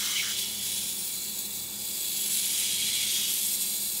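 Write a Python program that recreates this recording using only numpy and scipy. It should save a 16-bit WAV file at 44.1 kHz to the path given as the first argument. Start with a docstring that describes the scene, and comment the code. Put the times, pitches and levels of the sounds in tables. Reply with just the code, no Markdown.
"""A flat metal piece rubs on a spinning metal lapping disc, slid from hub to rim, back and out again.
Grit under it hisses through the resonances of disc and piece, which change with position;
the further the piece lies on the disc, the fuller the scrape. Early on it catches and chatters.
The motor hums underneath and the splash tub adds a short echo. Mono."""
import sys
import numpy as np
from scipy import signal
from scipy.fft import rfft, irfft, next_fast_len
from scipy.io import wavfile
from scipy.ndimage import map_coordinates

SR = 44100
rng = np.random.default_rng(int(sys.argv[2]) if len(sys.argv) > 2 else 0)


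def pcm_store(signal):
    """Save signal as 16-bit PCM."""
    levels = np.round(np.clip(np.atleast_2d(signal), -1, 1) * 32767)
    wavfile.write(sys.argv[1], SR, levels.astype(np.int16).T)


N = 176400

# path of the piece: time_s, position (0 over the rim, 1 near the hub)
POSITION = [(0, 0.95), (.25, 1), (.55, 0.66), (.89, 0.79), (.93, 0.57), (1.3, 0.31), (1.7, 0.19), (2, .17),
            (2.3, 0.73), (2.6, 0.89), (2.95, 0.9), (3.25, 0.85), (3.5, 0.62), (4, 0.27)]
# hiss envelope, before HISS_GAIN_DB: time_s, level_db
HISS_LEVEL = [(0.0, -33), (0.26, -36.5), (0.31, -32.5), (0.36, -39), (0.39, -30), (0.44, -36),
              (0.62, -36.5), (0.67, -31.5), (0.69, -35), (0.78, -32), (0.82, -34.5), (0.9, -33),
              (0.93, -35.5), (1.06, -33.5), (1.11, -35), (1.15, -34.5), (1.19, -35.5), (1.31, -36.5),
              (1.4, -35), (1.47, -37.5), (1.55, -36.5), (1.69, -39), (1.95, -34), (2.12, -33.5),
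              (2.32, -30), (3.02, -32), (3.41, -30), (3.55, -29.5), (3.58, -33), (3.62, -29.5),
              (3.67, -31.5), (4.0, -33.5)]
# scrape envelope, before SCRAPE_GAIN_DB: time_s, level_db
SCRAPE_LEVEL = [(0, -35.5), (.13, -33.5), (.25, -34.5), (.35, -35), (.4, -35), (.58, -41.5), (.7, -38.5),
                (.9, -40), (.93, -43.5), (1.3, -48), (1.72, -49.5), (2.1, -42.5), (2.43, -38), (2.75, -35),
                (3, -34), (3.22, -32.5), (3.4, -39.5), (3.65, -43.5), (4, -46.5)]
# hiss spectrum: freq_hz, relative_db
HISS_SPECTRUM = [(500, -48), (1800, -18), (3000, -8.5), (4000, -5.5), (5000, -2.5), (6000, -0.5),
                 (7200, -0.5), (8600, -0.5), (10000, -1), (11500, 1.5), (13000, -2), (15700, -1)]
# scrape spectrum: freq_hz, relative_db
SCRAPE_SPECTRUM = [(400, -37), (1200, -25.5), (1800, -15), (2300, -12), (2750, -6.5), (3200, 4.5),
                   (3800, -4), (4800, -6.5), (6500, -6.5), (10000, -24)]
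# hiss change at the hub, before hub_depth: freq_hz, change_db
HUB_DULLING = [(5000, 0), (9000, 2.5), (12000, -3), (15000, -4.5)]
# resonances at any position, before DISC_DEPTH: freq_hz, sigma_hz, lift_db
DISC_MODES = [(1990, 5.1, 3), (2233, 27, 9.5), (2338, 25, 10), (2472, 18, -4), (2491, 10.7, 18),
              (2570, 15, 3), (2666, 33, 5), (2938, 7.1, 8.5), (3100, 12, -13), (3270, 15, 5), (3360, 26, 6),
              (3493, 30, 5), (3620, 30, -2), (3830, 9, 9.5), (3975, 75, 5), (4440, 14, 4), (4435, 7.3, 2),
              (4530, 20, 3.5), (4573, 14, 5), (4630, 13, 6), (4930, 36, 6.5), (5490, 19, 5), (6650, 48, 5),
              (7210, 68, 3.5)]
# freer ringing of the piece at full overhang: freq_hz, sigma_hz, lift_db
OVERHANG_MODES = [(2040, 82, -2.5), (2417, 53, -12), (3070, 150, -8.5), (3460, 90, 3), (4036, 65, 7.5),
                  (4460, 110, 3.5), (5910, 620, -5.5), (7010, 80, 6.5), (15300, 220, 3.5)]
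# passing resonances as the contact shifts, before CONTACT_DEPTH:
# freq_hz, sigma_hz, lift_db, peak_s, sigma_s
CONTACT_MODES = [(3900, 580, 3, 2.89, 0.14), (5480, 98, 5, 0.89, 0.23), (3400, 110, -4.5, 0.12, 0.15),
                 (5750, 580, 2, 0.12, .2), (14800, 820, 3.5, .2, 0.12), (2170, 260, 6, 2.87, 0.25),
                 (4080, 54, 3.5, 3.8, 0.22), (4060, 60, 8, 1.15, .03), (4400, 60, 5, 2.04, 0.081),
                 (9330, 210, 7.5, 0.79, 0.074), (9100, 190, 8, 1.04, 0.08), (10570, 340, 5, 0.8, 0.22),
                 (14100, 190, 9, 0.94, 0.18), (11900, 200, 5, 1.7, 0.37), (11200, 220, -7, 1.5, 0.24),
                 (13600, 1000, -2.5, 1.55, 0.39), (7800, 160, 4.5, 1.9, 0.6), (10860, 310, 5.5, 2.28, 0.1),
                 (11200, 240, 5, 2.46, 0.11), (10170, 250, -3.5, 3.1, 0.39), (8960, 170, 3.5, 2.8, 0.37),
                 (8100, 140, 2, 2.4, 0.47), (14600, 870, -5, 2.94, 0.21), (10920, 140, 4, 2.76, 0.14),
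                 (11560, 240, 5, 3.33, 0.14), (10900, 190, 4.5, 3.44, 0.18), (8400, 210, 6, 3.78, 0.26),
                 (11650, 350, 3.5, 3.78, 0.2), (14050, 150, 7, 3.46, 0.14)]
# stick-slip events: start_s, length_s, level_db, pitch_hz, sigma_octaves
CATCHES = [(-.02, 0.18, -47, 1380, 0.36), (-.02, 0.23, -45, 2180, 0.069), (0.152, 0.032, -33, 3030, 0.066),
           (0.156, 0.055, -37, 2220, 0.096), (0.175, .04, -37.5, 2760, .24),
           (0.217, 0.1, -42.5, 1710, 0.36), (0.38, 0.014, -36, 3600, 0.37)]
# motor hum, before LOW_HUM_SWELL: pitch_hz, level_db
HUM_LINES = [(75.4, -69), (113.0, -66), (209.9, -57.5), (355.3, -64.5), (387.6, -64.5), (500.6, -66),
             (947.5, -70)]
# drive whine: pitch_hz, level_db
WHINE_LINES = [(2325, -61), (3499, -52), (3999.5, -56), (7965, -53), (7999, -67)]
# swell of the lines below LOW_HUM_BELOW_HZ: time_s, change_db
LOW_HUM_SWELL = [(0, 0), (.7, 5.5), (1.15, -2), (1.65, 6.5), (2.2, -6), (2.8, 6.5), (3.2, 4), (3.5, -10),
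                 (4, -5)]
# motor housing resonances: freq_hz, sigma_hz, level_db
HOUSING_MODES = [(148.5, 2.7, -70), (196, 21, -57), (518, 5.8, -72.5), (863, 74, -66)]
# motor rumble spectrum: freq_hz, relative_db
RUMBLE_SPECTRUM = [(25, -39), (45, 0.5), (70, -5), (130, 1.5), (200, 0), (320, 2), (450, -4.5), (700, -5),
                   (1200, -8), (2500, -13), (8000, -21.5)]

HISS_GAIN_DB, SCRAPE_GAIN_DB = 1.5, 1.5
GRIT_PER_S, GRIT_SHARE_DB, GRIT_SPREAD_DB = 1200, -9.5, 0.5
DISC_DEPTH, CONTACT_DEPTH = 0.83, 1.17
RIPPLE_DB, RIPPLE_STEP_HZ, RIPPLE_STEP_S = 2.5, 69.66, 0.247
CATCH_ATTACK_S, CATCH_RELEASE_S, CHATTER_PER_S, CHATTER_DB = 0.0043, 0.013, 87, 2
LOW_HUM_BELOW_HZ, RUMBLE_DB = 130, -53
TUB_T60_S, TUB_DB = .12, -15
TOP_HZ = 15750


def amp(db):
    """Decibels to gain."""
    return 10 ** (np.asarray(db) / 20)


def unit_rms(x):
    """Scale to rms 1."""
    return x / np.sqrt(np.mean(x ** 2) + 1e-20)


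def freq_curve(rows, hz):
    """Interpolate (freq_hz, value) rows on a log axis."""
    freqs_hz, values = np.transpose(rows)
    return np.interp(np.log(hz + 1), np.log(freqs_hz + 1), values)


def time_curve(rows, t):
    """Interpolate (time_s, value) rows linearly."""
    return np.interp(t, *np.transpose(rows))


def bell(x, centre, sigma):
    """Gaussian of height 1."""
    return np.exp(-.5 * ((x - centre) / sigma) ** 2)


def wobble(knots_per_s):
    """Smooth random curve."""
    return map_coordinates(rng.standard_normal(N // 8), [np.arange(N) * knots_per_s / SR], mode="wrap")


def filtered(x, response):
    """Apply the gain response(hz)."""
    size = next_fast_len(N + SR // 2)
    return irfft(rfft(x, size) * response(np.fft.rfftfreq(size, 1 / SR)), size)[:N]


def noise(response):
    """Coloured noise, rms 1."""
    return unit_rms(filtered(rng.standard_normal(N), response))


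def friction(rough_db):
    """Countless tiny contacts in uneven clumps, plus single larger grains of grit."""
    fine = rng.standard_normal(N) * amp(rough_db * wobble(420))
    grain_sizes = amp(GRIT_SPREAD_DB * rng.standard_normal(N)) * rng.choice([-1, 1], N)
    grit = grain_sizes * (rng.random(N) < GRIT_PER_S / SR)
    return unit_rms(unit_rms(fine) + amp(GRIT_SHARE_DB) * unit_rms(grit))


def ripple_db(hz, t):
    """Many weak resonances come and go as the contact shifts."""
    knots = rng.standard_normal((512, 64))
    grid = np.broadcast_arrays(hz / RIPPLE_STEP_HZ, t / RIPPLE_STEP_S)
    return RIPPLE_DB * map_coordinates(knots, grid, mode="wrap")


def metal_resonance(force, spectrum, hub_depth):
    """Disc and piece colour the friction according to position, at constant power."""
    frames = dict(fs=SR, nperseg=4096, noverlap=3072)
    hz, t, force_stft = signal.stft(force, **frames)
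    hz = hz[:, None]
    near_hub = np.clip(time_curve(POSITION, t), 0, 1) ** 2
    db = freq_curve(spectrum, hz) + hub_depth * near_hub * freq_curve(HUB_DULLING, hz)
    db += DISC_DEPTH * sum(lift * bell(hz, freq, sigma) for freq, sigma, lift in DISC_MODES)
    db += (1 - near_hub) * sum(lift * bell(hz, freq, sigma) for freq, sigma, lift in OVERHANG_MODES)
    db += CONTACT_DEPTH * sum(lift * bell(hz, freq, sigma) * bell(t, peak_s, sigma_s)
                              for freq, sigma, lift, peak_s, sigma_s in CONTACT_MODES)
    gain = amp(db + ripple_db(hz, t)) * (hz < TOP_HZ)
    gain /= np.sqrt(np.mean(gain ** 2, axis=0))
    return signal.istft(force_stft * gain, **frames)[1][:N]


def rubbing(t):
    """Hiss and lower scrape; the pressure flutters under the hand."""
    pressure_db = .5 * wobble(30.16) + 0.36 * wobble(110)
    hiss = metal_resonance(friction(rough_db=1.18), HISS_SPECTRUM, hub_depth=0.87)
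    hiss *= amp(time_curve(HISS_LEVEL, t) + HISS_GAIN_DB)
    scrape = metal_resonance(friction(rough_db=0.4), SCRAPE_SPECTRUM, hub_depth=0)
    scrape *= amp(time_curve(SCRAPE_LEVEL, t) + SCRAPE_GAIN_DB)
    return amp(pressure_db) * (hiss + scrape)


def catches(t):
    """Stick-slip rasps and squeaks; each dies away as the piece frees itself."""
    out = np.zeros(N)
    for start_s, length_s, level_db, pitch_hz, sigma_octaves in CATCHES:
        attack = np.clip((t - start_s) / CATCH_ATTACK_S, 0, 1)
        release = np.exp(-np.maximum(t - start_s - length_s, 0) / CATCH_RELEASE_S)
        rasp = noise(lambda hz: bell(np.log2(hz + 1), np.log2(pitch_hz), sigma_octaves))
        chatter = amp(CHATTER_DB * wobble(CHATTER_PER_S))
        out += amp(level_db) * attack * release * unit_rms(rasp * chatter)
    return out


def motor(t):
    """Slightly unsteady hum and whine, a droning housing and a soft rumble."""
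    swell = amp(time_curve(LOW_HUM_SWELL, t))
    lines = np.zeros(N)
    for pitch_hz, level_db in HUM_LINES + WHINE_LINES:
        rms = amp(level_db + 0.31 * wobble(6.8)) * (swell if pitch_hz < LOW_HUM_BELOW_HZ else 1)
        phase_rad = 2 * np.pi * pitch_hz * t + 0.3 * wobble(4.06)
        lines += rms * np.sqrt(2) * np.sin(phase_rad)
    drone = sum(amp(db) * noise(lambda hz: bell(hz, freq, sigma)) for freq, sigma, db in HOUSING_MODES)
    rumble = amp(RUMBLE_DB) * noise(lambda hz: amp(freq_curve(RUMBLE_SPECTRUM, hz)))
    return lines + drone + rumble


def tub_echo(x):
    """The splash tub and near walls add a short dense echo."""
    t = np.arange(SR // 3) / SR
    tail = rng.standard_normal(len(t)) * amp(-60 * t / TUB_T60_S) * (t > .001)
    echo = signal.fftconvolve(x, tail / np.linalg.norm(tail))[:N]
    return (x + amp(TUB_DB) * echo) / np.sqrt(1 + amp(TUB_DB) ** 2)


def scene():
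    """Rubbing and catches in the tub, over the motor; both channels alike."""
    t = np.arange(N) / SR
    mono = tub_echo(rubbing(t) + catches(t)) + motor(t)
    return np.array([mono, mono])


def record(dry):
    """Brick-wall low-pass at TOP_HZ."""
    return np.array([filtered(channel, lambda hz: hz < TOP_HZ) for channel in dry])


dry = scene()
out = record(dry)
pcm_store(out)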